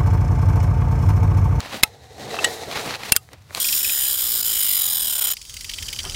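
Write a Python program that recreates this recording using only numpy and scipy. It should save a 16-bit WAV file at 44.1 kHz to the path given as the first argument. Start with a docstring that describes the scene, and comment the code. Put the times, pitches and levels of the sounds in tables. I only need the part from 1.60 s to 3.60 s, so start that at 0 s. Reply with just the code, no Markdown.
"""In a nearly silent forest, a folding camp chair is opened by hand, close to the microphone.
Stiff nylon rustles and crackles as uneven slips over hiss; friction sounds a hollow sliding pole.
Small ticks and cloth-wrapped knocks are short bursts with rings; the corded poles snap into their hub
as cracks, decaying modes and a low push, hard enough to overload the recorder.
The sound is almost mono: a faint diffuse tail lies in the middle, a very faint signal at the sides."""
import sys
import numpy as np
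from scipy import signal
from scipy.fft import rfft, irfft, next_fast_len
from scipy.io import wavfile
from scipy.ndimage import map_coordinates

SR = 44100
rng = np.random.default_rng(int(sys.argv[2]) if len(sys.argv) > 2 else 0)


def wrap_up_sound(samples):
    """Save the sound to the file named by the first command line argument, as 16-bit audio."""
    columns = np.atleast_2d(samples).T
    # keep every value between -1 and 1, then stretch to whole-number steps
    tamed = np.clip(columns, -1, 1)
    steps = np.round(tamed * 32767).astype(np.int16)
    wavfile.write(sys.argv[1], SR, steps)


N = 88200  # samples: two seconds
BLOW_LEN = SR // 4  # samples given to each blow

# spectrum of rubbed nylon: (frequency [Hz], level [dB])
NYLON_SPECTRUM = [(30, -14), (120, -1), (300, -5), (600, -1), (1100, 0), (1600, -4), (2400, -2),
                  (3100, -4.5), (4000, -3.5), (5500, -8), (8000, -13), (12000, -16), (16000, -20.5)]

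# fine friction of cloth: slips [1/s], spread of their size [dB], their share of the power [0-1]
CREASES_PER_S, CREASE_SPREAD_DB, CREASE_SHARE = 2500, 3.5, 0.42
CRINKLE_SPREAD_DB = 3.5  # size spread of the sparser crinkles and catches
TREBLE_HZ = 5000  # treble lifts act above about here
ATTACK_S = 0.00013  # time constant of the rise of a blow
RING_PHASE_NOISE = 0.45  # unsteadiness of a ringing mode [rad]
SCATTER_DB, WIDTH_DB = -34.5, -48.5  # level of the faint diffuse tail in mid; of the very faint side signal
AIR_DB, AIR_WIDTH_DB = -50, -30.5  # rms of the air; its side relative to its mid
CLIP_TOP, TOP_HZ = 1.0, 16000  # overload ceiling [full scale = 1] and band limit


def amp(db):
    """Decibels to gain."""
    return 10 ** (np.asarray(db) / 20)


def unit(x):
    """Scale to rms 1."""
    return x / np.sqrt(np.mean(x ** 2) + 1e-20)


def along(points, hz):
    """Interpolate (frequency [Hz], value) points on a log frequency axis."""
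    f, v = np.transpose(points)
    return np.interp(np.log(hz + 1), np.log(f + 1), v)


def curves(rows):
    """One value per sample for each column after the time."""
    s, *columns = np.transpose(rows)
    return [np.interp(np.arange(N) / SR, s, column) for column in columns]


def wobble(rate, size=N):
    """A smooth random curve with the given number of knots a second."""
    knots = rng.standard_normal(4096)
    return map_coordinates(knots, [np.arange(size) * rate / SR], mode="wrap")


def filtered(x, response):
    """Multiply the spectrum of x by a response of frequency."""
    n = x.shape[-1]
    padded = next_fast_len(n + 8192)
    gain = response(np.fft.rfftfreq(padded, 1 / SR))
    return irfft(rfft(x, padded) * gain, padded)[..., :n]


def coloured(x, spectrum):
    """Filter x by the given spectrum and scale it to rms 1."""
    return unit(filtered(x, lambda hz: amp(along(spectrum, hz))))


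def lifted(x, lift_db):
    """Raise or lower the treble of x."""
    treble = filtered(x, lambda hz: hz ** 4 / (hz ** 4 + TREBLE_HZ ** 4))
    return x + (amp(lift_db) - 1) * treble


def add(track, s, x):
    """Mix x into the track at time s."""
    i = max(round(s * SR), 0)
    track[i:i + len(x)] += x[:max(N - i, 0)]


def decay(t60):
    """Envelope of a blow: quick rise, exponential fall by 60 dB in t60 seconds."""
    t = np.arange(BLOW_LEN) / SR
    return (1 - np.exp(-t / ATTACK_S)) * np.exp(-np.log(1000) * t / t60)


def burst(spectrum, t60, lift_db=0):
    """A blow without pitch: coloured noise that dies away."""
    noise = coloured(rng.standard_normal(BLOW_LEN), spectrum)
    return lifted(noise, lift_db) * decay(t60)


def ring(modes):
    """Struck solid: decaying modes, each at a random phase that wavers slightly."""
    t = np.arange(BLOW_LEN) / SR
    total = np.zeros(BLOW_LEN)
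    for hz, db, t60 in modes:
        phase = 2 * np.pi * (hz * t + rng.random())
        waver = RING_PHASE_NOISE * wobble(210, size=len(t))
        total += amp(db) * decay(t60) * np.sin(phase + waver)
    return total


def friction(rate, spread_db, share):
    """Rubbing: tiny random slips of uneven size over a smooth hiss."""
    happens = rng.random(N) < rate / SR
    size_db = spread_db * np.clip(rng.standard_normal(N), -2, 2)
    slips = happens * rng.choice([-1, 1], N) * amp(size_db)
    share = np.clip(share, 0, 1)
    return np.sqrt(share) * unit(slips) + np.sqrt(1 - share) * rng.standard_normal(N)


def air():
    """Faint low background of the still forest: steady coloured noise."""
    # spectrum of the place: (frequency [Hz], level [dB])
    air_spectrum = [(25, -28), (50, -10), (80, 7.5), (125, 2.5), (200, -13), (500, -24.5), (1500, -25.5),
                    (5000, -42.5), (16000, -45.5)]
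    return amp(AIR_DB) * coloured(rng.standard_normal(N), air_spectrum)


def fabric():
    """Handled nylon creases and rubs with sparser crinkles, and the seat cloth gives dull flaps."""
    # course of the handling: (time [s], level [dB], treble lift [dB])
    handling = [(0, -34, -7), (.1, -37, -3.5), (.148, -27, -4.5), (.18, -37.5, 1), (.212, -36, -4.5),
                (.225, -65, -33.5), (.33, -105, -11), (.7, -42, -30), (.9, -56, 23.5), (1.06, -46, 3.5),
                (1.16, -26.5, -6.5), (1.23, -36, 3.5), (1.35, -28, -8), (1.385, -43.5, 1),
                (1.415, -37.5, -4.5), (1.45, -35, 1), (1.5, -32, 0), (1.514, -48.5, 2), (1.63, -73, 19),
                (1.74, -52, -3.5), (1.82, -61.5, 3.5), (1.91, -53.5, 3), (1.943, -45.5, 7), (1.955, -41, 8),
                (1.98, -29.5, 4), (2, -36.5, 10.5)]
    # dull flaps of the seat: (time of peak [s], level [dB], standard deviation of the swell [s])
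    flaps = [(0.153, -30.5, 0.0094), (0.605, -44.5, 0.032), (0.672, -37.5, 0.035), (1.091, -35, 0.017),
             (1.263, -33, 0.02), (1.733, -46.5, 0.013), (1.912, -45, 0.0039), (1.988, -62, 0.0055)]
    # spectrum of a flap: (frequency [Hz], level [dB])
    flap_spectrum = [(30, -67), (100, 0), (250, 0), (600, -1.5), (1500, -18), (5000, -36.5)]
    crinkles_per_s, crinkle_db, flutter_db = 150, -7.5, 2.5

    level_db, lift_db = curves(handling)
    creases = friction(CREASES_PER_S, CREASE_SPREAD_DB, CREASE_SHARE)
    crinkles = amp(crinkle_db) * friction(crinkles_per_s, CRINKLE_SPREAD_DB, 0.86)
    rustle = lifted(coloured(creases + crinkles, NYLON_SPECTRUM), lift_db)
    rustle = rustle * amp(level_db + flutter_db * wobble(69.89))
    t = np.arange(N) / SR
    swells = sum(amp(db) * np.exp(-.5 * ((t - s) / spread) ** 2) for s, db, spread in flaps)
    return rustle + swells * coloured(rng.standard_normal(N), flap_spectrum)


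def sliding_pole():
    """Fine friction sounds the resonances of the hollow pole, which catches on the weave."""
    # course of the slide along the fabric: (time [s], level [dB])
    slide = [(0, -50), (.22, -45.5), (.28, -50.5), (.36, -51.5), (.52, -46.5), (.62, -38.5), (.72, -33),
             (.79, -28), (.87, -28.5), (.96, -33.5), (1.05, -36.5), (1.15, -35.5), (1.3, -35.5),
             (1.42, -46), (1.52, -41.5), (1.62, -61), (2, -79.5)]
    # hollow resonances: (frequency [Hz], distance from peak to half gain [Hz], level [dB])
    bore = [(462, 47, 1), (746, 106, -0.5), (1350, 300, -38), (1900, 260, -11), (2650, 250, -32.5),
            (3930, 400, -11), (5860, 2200, -20.5)]
    # spectrum of the scrape beneath them: (frequency [Hz], level [dB])
    scrape = [(40, -27), (250, -10), (600, -6.5), (1200, -18.5), (5000, -21.5), (8000, -26), (11000, -29.5),
              (16000, -35.5)]
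    catches_per_s, catch_db, flutter_db = 130, -13, 2.0

    def body(f):
        """Scrape and resonances, added in power."""
        power = amp(along(scrape, f)) ** 2
        for hz, width, db in bore:
            power = power + (amp(db) / (1 + ((f - hz) / width) ** 2)) ** 2
        return np.sqrt(power)

    level_db, = curves(slide)
    glide = unit(filtered(friction(CREASES_PER_S, CREASE_SPREAD_DB, CREASE_SHARE), body))
    catches = coloured(friction(catches_per_s, CRINKLE_SPREAD_DB, 0.88), NYLON_SPECTRUM)
    return (glide + amp(catch_db) * catches) * amp(level_db + flutter_db * wobble(39.9))


def ticks():
    """Buckles and creases touch lightly: a very short ring and a scuff, with the bass removed."""
    # small dry contacts: (time [s], level [dB], scuff t60 [s], treble lift [dB])
    contacts = [(.0045, -19, 0.0056, 3), (1.1135, -20, 0.008, -6), (1.156, -19, .008, -12),
                (1.175, -17, 0.004, -18), (1.1955, -19, 0.004, -5), (1.3083, -13, .005, -20),
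                (1.341, -19, .006, -12), (1.349, -18, 0.009, -14), (1.3555, -19, .006, -8),
                (1.4342, -17, .006, -9), (1.732, -39, 0.012, 10), (1.823, -53, 0.003, 10),
                (1.9488, -11, 0.004, 2.5)]
    # modes of a tick: (frequency [Hz], level [dB], t60 [s])
    tick_modes = [(1600, 0, .0035), (2400, -4, .0035), (4200, 2, .0055), (7000, 0, .002)]
    low_hz = 895  # bass is cut below about here

    out = np.zeros(N)
    for s, db, t60, lift_db in contacts:
        contact = ring(tick_modes) + burst(NYLON_SPECTRUM, t60)
        add(out, s, amp(db) * lifted(contact, lift_db))
    return filtered(out, lambda hz: hz ** 4 / (hz ** 4 + low_hz ** 4))


def knocks():
    """Poles bump through the cloth as noise with a muffled ring; the bundle thuds in the hands."""
    # blunt knocks of wrapped poles: (time [s], level [dB], t60 [s], ring of the pole [dB])
    blunt_knocks = [(0.059, -27.5, 0.015, -9), (0.163, -33, 0.0089, -20), (0.713, -25.5, 0.0094, -10),
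                    (0.744, -26.5, 0.018, 1.5), (0.767, -28.5, 0.0053, 3), (0.7885, -22.5, 0.015, 8.5),
                    (0.793, -30.5, 0.008, 11), (1.434, -23.5, 0.022, -28), (1.5515, -31.5, 0.041, -25),
                    (1.689, -38.5, 0.011, -26), (1.718, -43.5, 0.017, -23), (1.733, -34, 0.031, -35),
                    (1.897, -39.5, 0.014, -20), (1.907, -34, 0.018, -27)]
    # spectrum of a knock: (frequency [Hz], level [dB])
    knock_spectrum = [(60, -20.5), (400, -5.5), (1000, -7.5), (1800, -3.5), (2600, -14), (5000, -18.5),
                      (16000, -39)]
    # modes of a wrapped pole: (frequency [Hz], level [dB], t60 [s])
    wrapped_modes = [(1163, -2, .022), (2660, -3.5, 0.038), (3110, -8.5, 0.035)]
    # soft thuds in the hands: (time [s], level [dB], t60 [s])
    bumps = [(0.167, -33, 0.047), (1.079, -31.5, 0.043), (1.908, -48, 0.019)]
    # spectrum of a thud: (frequency [Hz], level [dB])
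    bump_spectrum = [(30, -20.5), (100, 3), (230, 2), (450, -14.5), (1500, -29), (5000, -68)]

    out = np.zeros(N)
    for s, db, t60, ring_db in blunt_knocks:
        knock = burst(knock_spectrum, t60) + amp(ring_db) * ring(wrapped_modes)
        add(out, s, amp(db) * knock)
    for s, db, t60 in bumps:
        add(out, s, amp(db) * burst(bump_spectrum, t60))
    return out


def frame():
    """Poles hitting home: each contact cracks, rings the parts of the frame and gives one low push."""
    # contacts: (time [s], crack [dB], crack t60 [s], brightness limit [Hz],
    #            tube [dB], hub [dB], leg [dB], socket [dB], thump [dB])
    snaps = [(0.2288, -20.5, 0.031, 15900, -49, -43, -63, -41, -32),
             (0.2336, -1.5, 0.017, 21000, -31, -1.5, -58, -40, -7),
             (0.2358, 0, 0.013, 21100, -26.5, -23.5, -56, -21.5, -23.5),
             (0.842, -18, 0.006, 6000, -40, -48, -19.5, -41, -53),
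             (0.8449, -7.5, 0.019, 9300, -30, -51, -11.5, -25, -47),
             (.8497, -9, .011, 7500, -42, -32, -25, -35, -40),
             (1.519, -23.5, 0.014, 12200, -35.5, -48, -55.5, -37.5, -28),
             (1.521, 4.5, 0.017, 20800, -8, -27.5, -51, -12, -11),
             (1.5564, -28.5, 0.04, 21100, -53.5, -50, -66, -45, -43.5),
             (1.5635, -6, 0.021, 21100, -26.5, -54.5, -54, -8.5, -19)]
    # spectrum of the crack: (frequency [Hz], level [dB])
    crack_spectrum = [(40, -10), (350, -14), (900, -8), (1700, -1), (2100, -3), (3300, 1), (5000, -2),
                      (6400, -4), (7600, -2), (10000, 0), (12000, -1), (16000, -5)]
    # modes of the tube: (frequency [Hz], level [dB], t60 [s])
    tube = [(1760, -7, .016), (2610, -14, .045), (2735, -3, .055), (3300, -1, .016), (7000, -10, .024),
            (9545, -7, .052), (9830, 0, .02), (10490, 0, .016), (11370, -2, .016), (12400, -2, .016)]
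    # modes of the plastic hub: (frequency [Hz], level [dB], t60 [s])
    hub = [(856, -26, .13), (1300, -17, .06), (1800, -5, .016), (2110, 2, .019), (2590, -2, .025),
           (3600, -6, .018), (4005, 2, .018), (5210, -1, .018), (6500, -6, .014), (10490, -4, .016),
           (11380, -3, .018)]
    # modes of a leg: (frequency [Hz], level [dB], t60 [s])
    leg = [(1893, -2, .11), (2990, 0, .05), (3850, -5, .022), (6745, -11, .05), (7890, 4, .02),
           (9566, -6, .03)]
    # modes of a pole socket: (frequency [Hz], level [dB], t60 [s])
    socket = [(1244, -30, .12), (1460, -4, .016), (2745, -17, .055), (3160, -19, .045), (4850, -2, .016),
              (5950, -4, .014), (7550, 1, .016), (9520, -4, .033), (11900, 1, .016), (14100, -3, .014)]
    thump_s = .0017  # time constant of the push

    out = np.zeros(N)
    u = np.arange(BLOW_LEN) / SR / thump_s
    push = (1 - u) * np.exp(-u)
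    for s, crack_db, t60, bright_hz, *part_db, thump_db in snaps:
        blow = amp(crack_db) * burst(crack_spectrum, t60)
        for db, modes in zip(part_db, (tube, hub, leg, socket)):
            blow = blow + amp(db) * ring(modes)
        blow = filtered(blow, lambda hz: (1 + (hz / bright_hz) ** 8) ** -.5)
        add(out, s, blow + amp(thump_db) * push)
    return out


def scattered(x):
    """A short diffuse tail, as of ground and trunks: x through noise that decays by frequency."""
    # decay of the tail: (frequency [Hz], t60 [s])
    scatter_t60 = [(100, 0.13), (1000, 0.14), (4000, 0.16), (14000, 0.18)]
    hz, t, z = signal.stft(rng.standard_normal(SR // 3), SR, nperseg=256)
    fade = np.exp(-np.log(1000) * t / along(scatter_t60, hz)[:, None])
    tail = signal.istft(z * fade, SR, nperseg=256)[1]
    return signal.fftconvolve(x, tail / np.linalg.norm(tail))[:N]


def scene():
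    """The chair in the centre with a faint diffuse tail, over quiet forest air."""
    chair = fabric() + sliding_pole() + ticks() + knocks() + frame()
    mid = chair + amp(SCATTER_DB) * scattered(chair) + air()
    side = amp(WIDTH_DB) * scattered(chair) + amp(AIR_WIDTH_DB) * air()
    return np.array([mid + side, mid - side])


def record(dry):
    """Recorder overload rounds off the loudest peaks; a steep low-pass then limits the band."""
    clipped = dry / (1 + np.abs(dry / CLIP_TOP) ** 6) ** (1 / 6)
    return filtered(clipped, lambda hz: 1 / (1 + (hz / TOP_HZ) ** 200))


dry = scene()
out = record(dry)
wrap_up_sound(out)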